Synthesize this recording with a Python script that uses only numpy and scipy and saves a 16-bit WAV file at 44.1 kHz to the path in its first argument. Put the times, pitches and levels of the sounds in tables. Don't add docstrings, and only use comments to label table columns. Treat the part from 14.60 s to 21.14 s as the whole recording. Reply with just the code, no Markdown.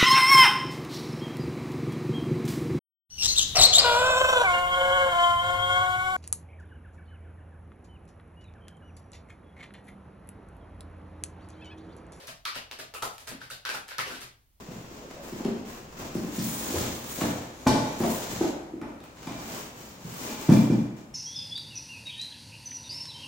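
import sys
import numpy as np
from scipy import signal
from scipy.fft import rfft, irfft, next_fast_len
from scipy.io import wavfile

SR = 44100
rng = np.random.default_rng(int(sys.argv[2]) if len(sys.argv) > 2 else 0)


def generate_wav(signal):
    frames = np.transpose(np.atleast_2d(signal))
    scaled = np.clip(frames, -1, 1) * 32767
    pcm = np.round(scaled).astype(np.int16)
    wavfile.write(sys.argv[1], SR, pcm)


N = 288414
TIME = np.arange(N) / SR

# f/Hz, level/dB per Hz
FINE_FIZZ = [(5000, -27), (8500, 10.5), (10500, 7.5), (12500, 5), (14000, 10), (15700, 13)]
# f/Hz, level/dB per Hz
PANEL_DRONE = [(25, -43), (60, 3), (100, -6), (130, 3), (200, 7), (330, 6), (450, 1.5), (650, -4.5),
               (1000, -1), (1500, -27), (3000, -23)]


def amp(db):
    return 10 ** (np.asarray(db) / 20)


def unit(x):
    return x / np.sqrt(np.mean(x ** 2) + 1e-20)


def read(points, hz):
    f, value = np.transpose(points)
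    return np.interp(np.log(hz + 1), np.log(f + 1), value)


def add(mix, s, sound):
    part = mix[max(round(s * SR), 0):][:len(sound)]
    part += sound[:len(part)]


def convolve(x, response):
    return signal.fftconvolve(np.atleast_2d(x), np.atleast_2d(response), axes=1)[:, :N]


def colour(x, points, size=4096):
    hz = abs(np.fft.fftfreq(size, 1 / SR))
    log_gain = np.log(amp(read(points, hz)))
    spectrum = np.exp(np.conj(signal.hilbert(log_gain)))
    taps = np.fft.ifft(spectrum).real[:size // 2]
    return convolve(x, taps / np.linalg.norm(taps))


def diffuse(pair):
    spacing_m, sound_speed = 0.16, 343
    size = next_fast_len(pair.shape[1])
    a, b = rfft(pair, size)
    hz = np.fft.rfftfreq(size, 1 / SR)
    likeness = np.sinc(2 * hz * spacing_m / sound_speed) * .97
    mid = a * np.sqrt((1 + likeness) / 2)
    side = b * np.sqrt((1 - likeness) / 2)
    return irfft(np.array([mid + side, mid - side]), size)[:, :pair.shape[1]]


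def ring(modes, phase=0):
    t = TIME[:SR]
    return sum(amp(db - 60 * t / t60) * np.sin(2 * np.pi * hz * t + phase) for hz, db, t60 in modes)


def wander(per_s):
    knots = rng.standard_normal(N // 32)
    return unit(np.interp(TIME * per_s, np.arange(len(knots)), knots))


def grains(per_s, spread_db):
    size = amp(spread_db * np.minimum(rng.exponential(1, (2, N)), 5))
    sign = rng.choice([-1, 1], (2, N))
    happens = rng.random((2, N)) < per_s / SR
    return unit(diffuse(size * sign * happens))


def burst(rise_s, decay_s):
    t = TIME[:SR // 4]
    shape = (1 - np.exp(-t / rise_s)) * np.exp(-t / decay_s)
    return shape / shape.max() * rng.standard_normal(len(t))


def effort(strokes):
    first_law, second_law = 0.7, 1
    first, second = np.zeros((2, N))
    for start, rise_s, fall_s, db, second_db in strokes:
        speeding = (TIME - start) / rise_s
        slowing = 1 - (TIME - start - rise_s) / fall_s
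        speed = np.clip(np.minimum(speeding, slowing), 0, 1)
        first += (amp(db) * speed ** first_law) ** 2
        second += (amp(db + second_db) * speed ** second_law) ** 2
    return np.sqrt(first), np.sqrt(second)


def stroke(strokes, hiss_colour, fizz_colour, drone_colour, drone_db, drone_law, judder_db, slips_per_s):
    firm_db = -43.5
    hiss, fizz = effort(strokes)
    drone = amp(drone_db) * (hiss / amp(firm_db)) ** drone_law
    grip = unit(amp(judder_db * wander(140)))
    catches = convolve(grains(per_s=100, spread_db=1.0), burst(rise_s=0.00054, decay_s=0.0045))
    slips = unit(grains(slips_per_s, spread_db=0.0) + amp(-7) * unit(catches))
    sound = hiss * colour(slips, hiss_colour) + fizz * colour(slips, fizz_colour)
    sound += drone * colour(grains(per_s=450, spread_db=1.5), drone_colour)
    return sound * grip


def quiet_air():
    # f/Hz, level/dB per Hz
    air_colour = [(25, -23), (55, 4.5), (100, -1), (125, 3), (250, -0.5), (600, -5), (1500, -16),
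                  (4000, -26.5), (7000, -25), (10000, -33.5), (15500, -32)]
    return amp(-50.5) * colour(diffuse(rng.standard_normal((2, N))), air_colour)


def flap():
    rubs = [(0.0, 0.0011, 0.21, -49.5, -4.5), (0.1, 0.018, 0.36, -50, -4), (0.29, 0.052, 0.34, -50.5, -5),
            (0.5, 0.0058, 0.21, -50.5, -6), (0.61, 0.037, 0.22, -46.5, -0.5),
            (0.71, 0.067, 0.31, -46.5, -5), (1.04, 0.058, 0.18, -45, -1.5), (1.2, 0.24, 0.048, -50, -4),
            (1.365, 0.028, 0.22, -42, -3.5), (1.53, 0.023, 0.19, -47.5, 1), (1.58, 0.11, 0.061, -46, -1)]
    # f/Hz, level/dB per Hz
    hiss_colour = [(400, 0), (1200, 2), (2000, -1), (3000, -5), (4500, -6), (7000, -4), (8500, -15),
                   (11000, -18)]
    drone_colour = [(25, -1), (60, -7), (110, -12.5), (200, 2.5), (330, 1.5), (450, -1), (600, -6),
                    (800, -11), (1050, -5), (1500, -19.5), (3000, -32)]
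    return stroke(rubs, hiss_colour, FINE_FIZZ, drone_colour,
                  drone_db=-43.5, drone_law=0.82, judder_db=0.9, slips_per_s=9000)


def swing(hz, swell_s):
    t = TIME[:SR // 10]
    u = t / swell_s
    return (u * np.exp(1 - u)) ** 2 * np.sin(2 * np.pi * hz * t)


def knocks():
    # crunch level/dB, hardness level/dB, squeezed-out air level/dB
    blows = [(0.085, -34, 170, -9, 289, -14.5, -29, -12), (0.125, -44, 152, -4, 280, -10, -26, -18),
             (0.723, -32.5, 216, -2, 352, -16, -27, -14.5), (0.803, -38, 215, 4, 324, -6, -33, -30),
             (0.852, -20, 218, -4.5, 388, -19, -49, -40), (0.93, -31, 229, 0, 364, -26, -38, -33),
             (1.41, -46, 199, -5, 376, 1, -20, -2), (1.551, -23, 205, -3, 336, -22, -28.5, -28),
             (1.642, -30, 189, 1, 304, -28, -31, -30), (1.781, -20.5, 200, -9.5, 310, -31, -22, -29),
             (2.142, -39.5, 255, 14.5, 340, 0, -6, 3), (2.175, -30.5, 169, -6, 430, -7, -15, -14),
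             (2.208, -36, 172.4, 0, 354, -3, -17, -21), (2.616, -23.5, 172, 1.5, 312, -5.5, -21, -14),
             (2.69, -36.5, 155, 5, 269, -13, -30, -16), (3.065, -12, 265.7, -6.5, 315, -10, -18.5, -20.5),
             (3.112, -26.5, 160, -1, 273, -13.5, -17, -30), (3.16, -26.5, 173, 1, 283, -7, -21, -31),
             (3.403, -22, 215, -0.5, 348, -7.5, -26, -18), (3.433, -23, 181, -6, 409, -7, -21.5, -20),
             (3.727, -39, 145, 1, 343, -6.5, -21, -3), (3.77, -38.5, 149, -10, 324, -8, -22, -1.5),
             (3.81, -28.5, 224.2, 12.5, 332.5, -3.5, -21, -15.5),
             (4.136, -40.5, 188, 12, 317, -22, -41, -35), (4.216, -34, 237, 3, 315, -3, -37, -40),
             (4.671, -32.5, 160, 0.5, 286, -8.5, -23, -29), (4.785, -38.5, 215, -8, 330, -9, -23, -22),
             (4.92, -42, 235, -4, 424, -6, -26, -28), (5.66, -40, 230, -1, 373, -8, -22, -24),
             (5.448, -30, 166, -21, 320, -28, -34, -21), (5.889, -7.5, 155, -2.5, 298, -18.5, -36.5, -36),
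             (5.919, -6, 218, -23, 502, -29, -35.5, -38), (6.099, -17.5, 143, 1, 316, -22.5, -35.5, -50),
             (6.121, -13, 212, -24, 297, -31, -47, -52)]
    # f/Hz, level/dB per Hz
    crunch_colour = [(30, -6), (100, -2.5), (250, 2.5), (400, -1.5), (520, 1.5), (680, 0), (760, -4.5),
                     (860, -2), (1000, -6.5), (1800, -15.5), (3000, -29.5), (6000, -44)]
    crack_colour = [(800, -22), (1800, 6.5), (2400, -1), (3100, 2.5), (4200, 5), (5000, 7), (5400, 6.5),
                    (5800, 8.5), (6400, 2.5), (7500, 2.5), (10000, -4.5), (15500, -12)]
    push_colour = [(20, -26.5), (40, -17), (58, -1), (70, -2), (84, 1), (98, -9.5), (130, -4.5),
                   (200, -5.5), (400, -57)]
    upper_ratio, upper_db = 1.472, -14.5
    cavity_hz = 126.8
    cavity_db, cavity_per_hardness = 1, 0.44
    radiate_hz = 108.5
    thumps, crunches, cracks, pushes = np.zeros((4, N))
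    for s, db, hz, wall_db, wall_hz, crunch_db, hard_db, push_db in blows:
        tray = swing(hz, swell_s=0.0065)
        wall = swing(wall_hz, swell_s=0.0066)
        wall += amp(upper_db) * swing(wall_hz * upper_ratio, swell_s=0.0045)
        cavity = amp(cavity_db + cavity_per_hardness * hard_db) * swing(cavity_hz, swell_s=0.01)
        add(thumps, s - .003, amp(db) * (tray + amp(wall_db) * wall + cavity))
        add(crunches, s, amp(db + crunch_db) * burst(rise_s=0.00028, decay_s=0.034))
        add(cracks, s + .002, amp(db + hard_db) * burst(rise_s=0.016, decay_s=0.013))
        add(pushes, s, amp(db + push_db) * burst(rise_s=0.0067, decay_s=0.049))
    radiation = signal.butter(5, radiate_hz, "high", fs=SR, output="sos")
    thuds = signal.sosfilt(radiation, thumps) + colour(pushes, push_colour)
    crush = colour(crunches, crunch_colour) + colour(cracks, crack_colour)
    return thuds, crush


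def resonate(x, hz, width_hz):
    turn = np.exp(2j * np.pi * np.cumsum(hz) / SR)
    r = np.exp(-np.pi * width_hz / SR)
    smooth = signal.lfilter([1 - r], [1, -r], x / turn + 1e-18)
    return 2 * (turn * smooth).real


def rasps():
    edge_rasps = [(0.41, 0.13, -51, 470, 450), (0.558, 0.13, -47, 570, 684), (1.39, 0.17, -49.5, 616, 720),
                  (2.124, 0.083, -41.5, 523, 488), (2.57, 0.11, -43, 600, 676),
                  (3.417, 0.097, -34, 754, 560), (3.814, 0.14, -40, 603, 500), (4.662, 0.14, -48, 677, 720),
                  (4.88, 0.15, -51.5, 650, 705), (5.627, 0.17, -50, 605, 570)]
    width_hz = 210
    out = np.zeros(N)
    slips = grains(per_s=260, spread_db=0.0)[0]
    for start, length, db, first_hz, last_hz in edge_rasps:
        u = np.arange(0, 1, 1 / (length * SR))
        hz = first_hz + (last_hz - first_hz) * u
        chatter = slips[round(start * SR):][:len(u)]
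        for _ in range(2):
            chatter = resonate(chatter, hz, width_hz)
        add(out, start, amp(db) * unit(chatter) * np.sin(np.pi * u ** .5))
    return out


def snaps():
    # t/s, level/dB before the band filter
    single_snaps = [(0.5107, -34), (0.849, -25.5), (1.051, -41), (2.611, -16.5), (3.436, -25.5),
                    (4.2148, -33), (4.297, -53), (4.403, -37), (4.439, -35.5), (4.5706, -38), (4.63, -33),
                    (4.671, -26.5), (4.7215, -29)]
    centre_hz = 885
    out = np.zeros(N)
    for s, db in single_snaps:
        add(out, s, amp(db) * burst(rise_s=0.0001, decay_s=0.0037))
    band = signal.butter(1, [centre_hz / 2, centre_hz * 2], "band", fs=SR, output="sos")
    return signal.sosfilt(band, out)


def foam():
    scrapes = [(1.7, .07, 0.064, -39.5, 2.5), (1.79, 0.048, 0.73, -39, 7.5), (1.91, 0.33, .13, -36, -12),
               (2.1, 0.082, 0.16, -39.5, 7), (2.27, 0.084, 0.18, -45, 3), (2.42, 0.099, 0.34, -40.5, 6),
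               (2.55, 0.062, 0.16, -38.5, 0), (2.74, 0.042, 0.15, -46, -5), (2.86, 1, 0.08, -39.5, -14),
               (3.25, 0.027, 0.081, -55, 2.5), (3.36, 0.038, 0.12, -45, 7.5), (3.4, 0.12, 0.2, -39.5, 7.5),
               (3.66, 0.067, 0.084, -43.5, 6), (3.77, 0.12, 0.079, -52, -7)]
    # f/Hz, level/dB per Hz
    hiss_colour = [(400, 8), (1200, 10.5), (2000, 8), (2800, 5), (3600, 7), (4800, 4), (7000, 9.5),
                   (8500, -3), (11000, -2)]
    fizz_colour = [(5000, -36), (8500, 8.5), (10500, 5.5), (12500, 3.5), (14000, 6.5), (15700, 12.5)]
    return stroke(scrapes, hiss_colour, fizz_colour, PANEL_DRONE,
                  drone_db=-45.0, drone_law=0.86, judder_db=1.0, slips_per_s=4500)


def hard_part():
    # f/Hz, relative level/dB, 60 dB decay t/s
    part_modes = [(663, -10, 0.44), (852, 0, 0.42), (860, -1, 0.54), (1022, 1, 0.18), (1134, -10, 0.4),
                  (1484, -7.5, 0.13), (1544, -15, 0.16), (2410, -9, 0.094), (2370, 1.5, 0.23),
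                  (3472, -7, 0.19)]
    # t/s, gain of upper modes level/dB, gain of lower modes level/dB
    clacks = [(3.0679, -34, -25), (4.6724, -50, -51.5), (5.9205, -41.5, -42.5), (5.9672, -41, -53),
              (6.106, -49, -51)]
    # start t/s, speeding up t/s, slowing down t/s, lower modes level/dB, upper over lower level/dB
    slides = [(4.67, 0.03, 0.17, -49.5, -7), (5.6, 0.06, 0.4, -52, -4), (6.05, 0.04, 0.45, -62.5, -5)]
    split_hz = 2000
    lower = ring([mode for mode in part_modes if mode[0] < split_hz])
    upper = ring([mode for mode in part_modes if mode[0] >= split_hz])
    out = np.zeros(N)
    for s, upper_db, lower_db in clacks:
        add(out, s, amp(lower_db) * lower + amp(upper_db) * upper)
    slips = grains(per_s=250, spread_db=-1.0)[0]
    for gain, modes in zip(effort(slides), (lower, upper)):
        out = out + convolve(slips * gain, modes / np.linalg.norm(modes))
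    return out


def bag():
    tugs = [(4.27, 0.032, .04, -62, -18), (4.35, 0.21, 0.13, -62, -5), (4.43, 0.0097, 0.066, -60, 5),
            (4.55, 0.11, 0.23, -48, -4), (4.72, 0.19, 0.14, -42, 0), (4.88, 0.098, 0.16, -42.5, 1.5),
            (5.11, 0.096, 0.25, -48.5, -0.5), (5.37, 0.29, 0.2, -42, 2.5), (5.57, 0.11, 0.15, -41, -5),
            (5.76, 0.058, 0.19, -41, 0), (5.91, 0.014, 0.2, -41, 3), (6.09, 0.04, 0.17, -51.5, -3),
            (6.36, 0.011, 0.1, -55.5, -4)]
    # f/Hz, level/dB per Hz
    hiss_colour = [(400, -0.5), (1200, 8), (2000, 4.5), (3000, 1.5), (4500, 1), (7000, 3), (8500, -6),
                   (11000, -11.5)]
    return stroke(tugs, hiss_colour, FINE_FIZZ, PANEL_DRONE,
                  drone_db=-45.0, drone_law=1.0, judder_db=0.54, slips_per_s=5100)


def room():
    # f/Hz, relative level/dB, 60 dB decay t/s
    room_modes = [(122.54, 5, 0.596), (164, -5, 0.45), (186, -5, 0.79), (215.3, -5, 0.93),
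                  (229.2, 2.5, 0.64), (264, 1.5, 0.52), (287, 4, 0.56), (313.4, -3.5, 0.6),
                  (340, -1.5, 0.39), (368.6, 1.5, 0.52), (390, -18, 0.28)]
    # f/Hz, t/s
    tail_t60 = [(100, 0.81), (260, 0.49), (700, 0.96), (2000, 1), (5000, 0.67), (13000, 0.6)]
    # f/Hz, level/dB
    tail_level = [(35, -5.5), (70, -5), (100, -12), (125, 6.5), (250, -1.5), (380, 0.5), (550, 8), (900, 5),
                  (3000, 8.5), (15000, 2)]
    t = TIME[:SR]
    build_up = np.clip((t - .006) / 0.00067, 0, 1)
    taps = diffuse(rng.standard_normal((2, SR))) * build_up
    hz, at, z = signal.stft(taps, SR, nperseg=256)
    t60 = read(tail_t60, hz)[:, None]
    even_energy = np.sqrt(2 * np.log(1000) / (t60 * SR))
    z *= amp(read(tail_level, hz)[:, None] - 60 * at / t60) * even_energy
    tail = signal.istft(z, SR, nperseg=256)[1][:, :SR]
    standing = np.zeros((2, SR))
    for mode in room_modes:
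        phase = 0.094 * np.array([[1], [-1]]) * rng.choice([-1, 1])
        standing += ring([mode], phase)
    return tail + amp(-60.0) * standing * build_up


def scatter(x, turns_per_s, count=3):
    echoes = np.zeros((2, N))
    for k in range(count):
        share = np.cos(np.pi * (TIME * turns_per_s + k / count)) * np.sqrt(2 / count)
        echoes += convolve(x * share, room())
    return echoes


def scene():
    air = quiet_air()
    thuds, crush = knocks()
    rubbing = flap() + foam() + bag() + rasps()
    part = hard_part()
    crackle = crush + snaps()
    echoes = convolve(thuds + amp(-7) * rubbing.mean(0), room())
    echoes += scatter(crackle + amp(-6.0) * part, turns_per_s=35)
    return air + thuds + crackle + rubbing + part + echoes


def record(dry):
    # f/Hz, left minus right level/dB
    lean = [(100, 1), (350, 0.4), (700, 0.8), (1500, 0.8), (3000, 0.5), (5500, 2.5), (7500, 3.5),
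            (9500, -5), (14000, 0)]
    edge_hz = 15900
    size = next_fast_len(N + SR // 10)
    lean_db = read(lean, np.fft.rfftfreq(size, 1 / SR))
    gains = amp(np.array([lean_db, -lean_db]) / 2)
    heard = irfft(rfft(dry, size) * gains, size)[:, :N]
    low_pass = signal.firwin(511, edge_hz, window=("kaiser", 9), fs=SR)
    return signal.oaconvolve(heard, low_pass[None], "same")


dry = scene()
out = record(dry)
generate_wav(out)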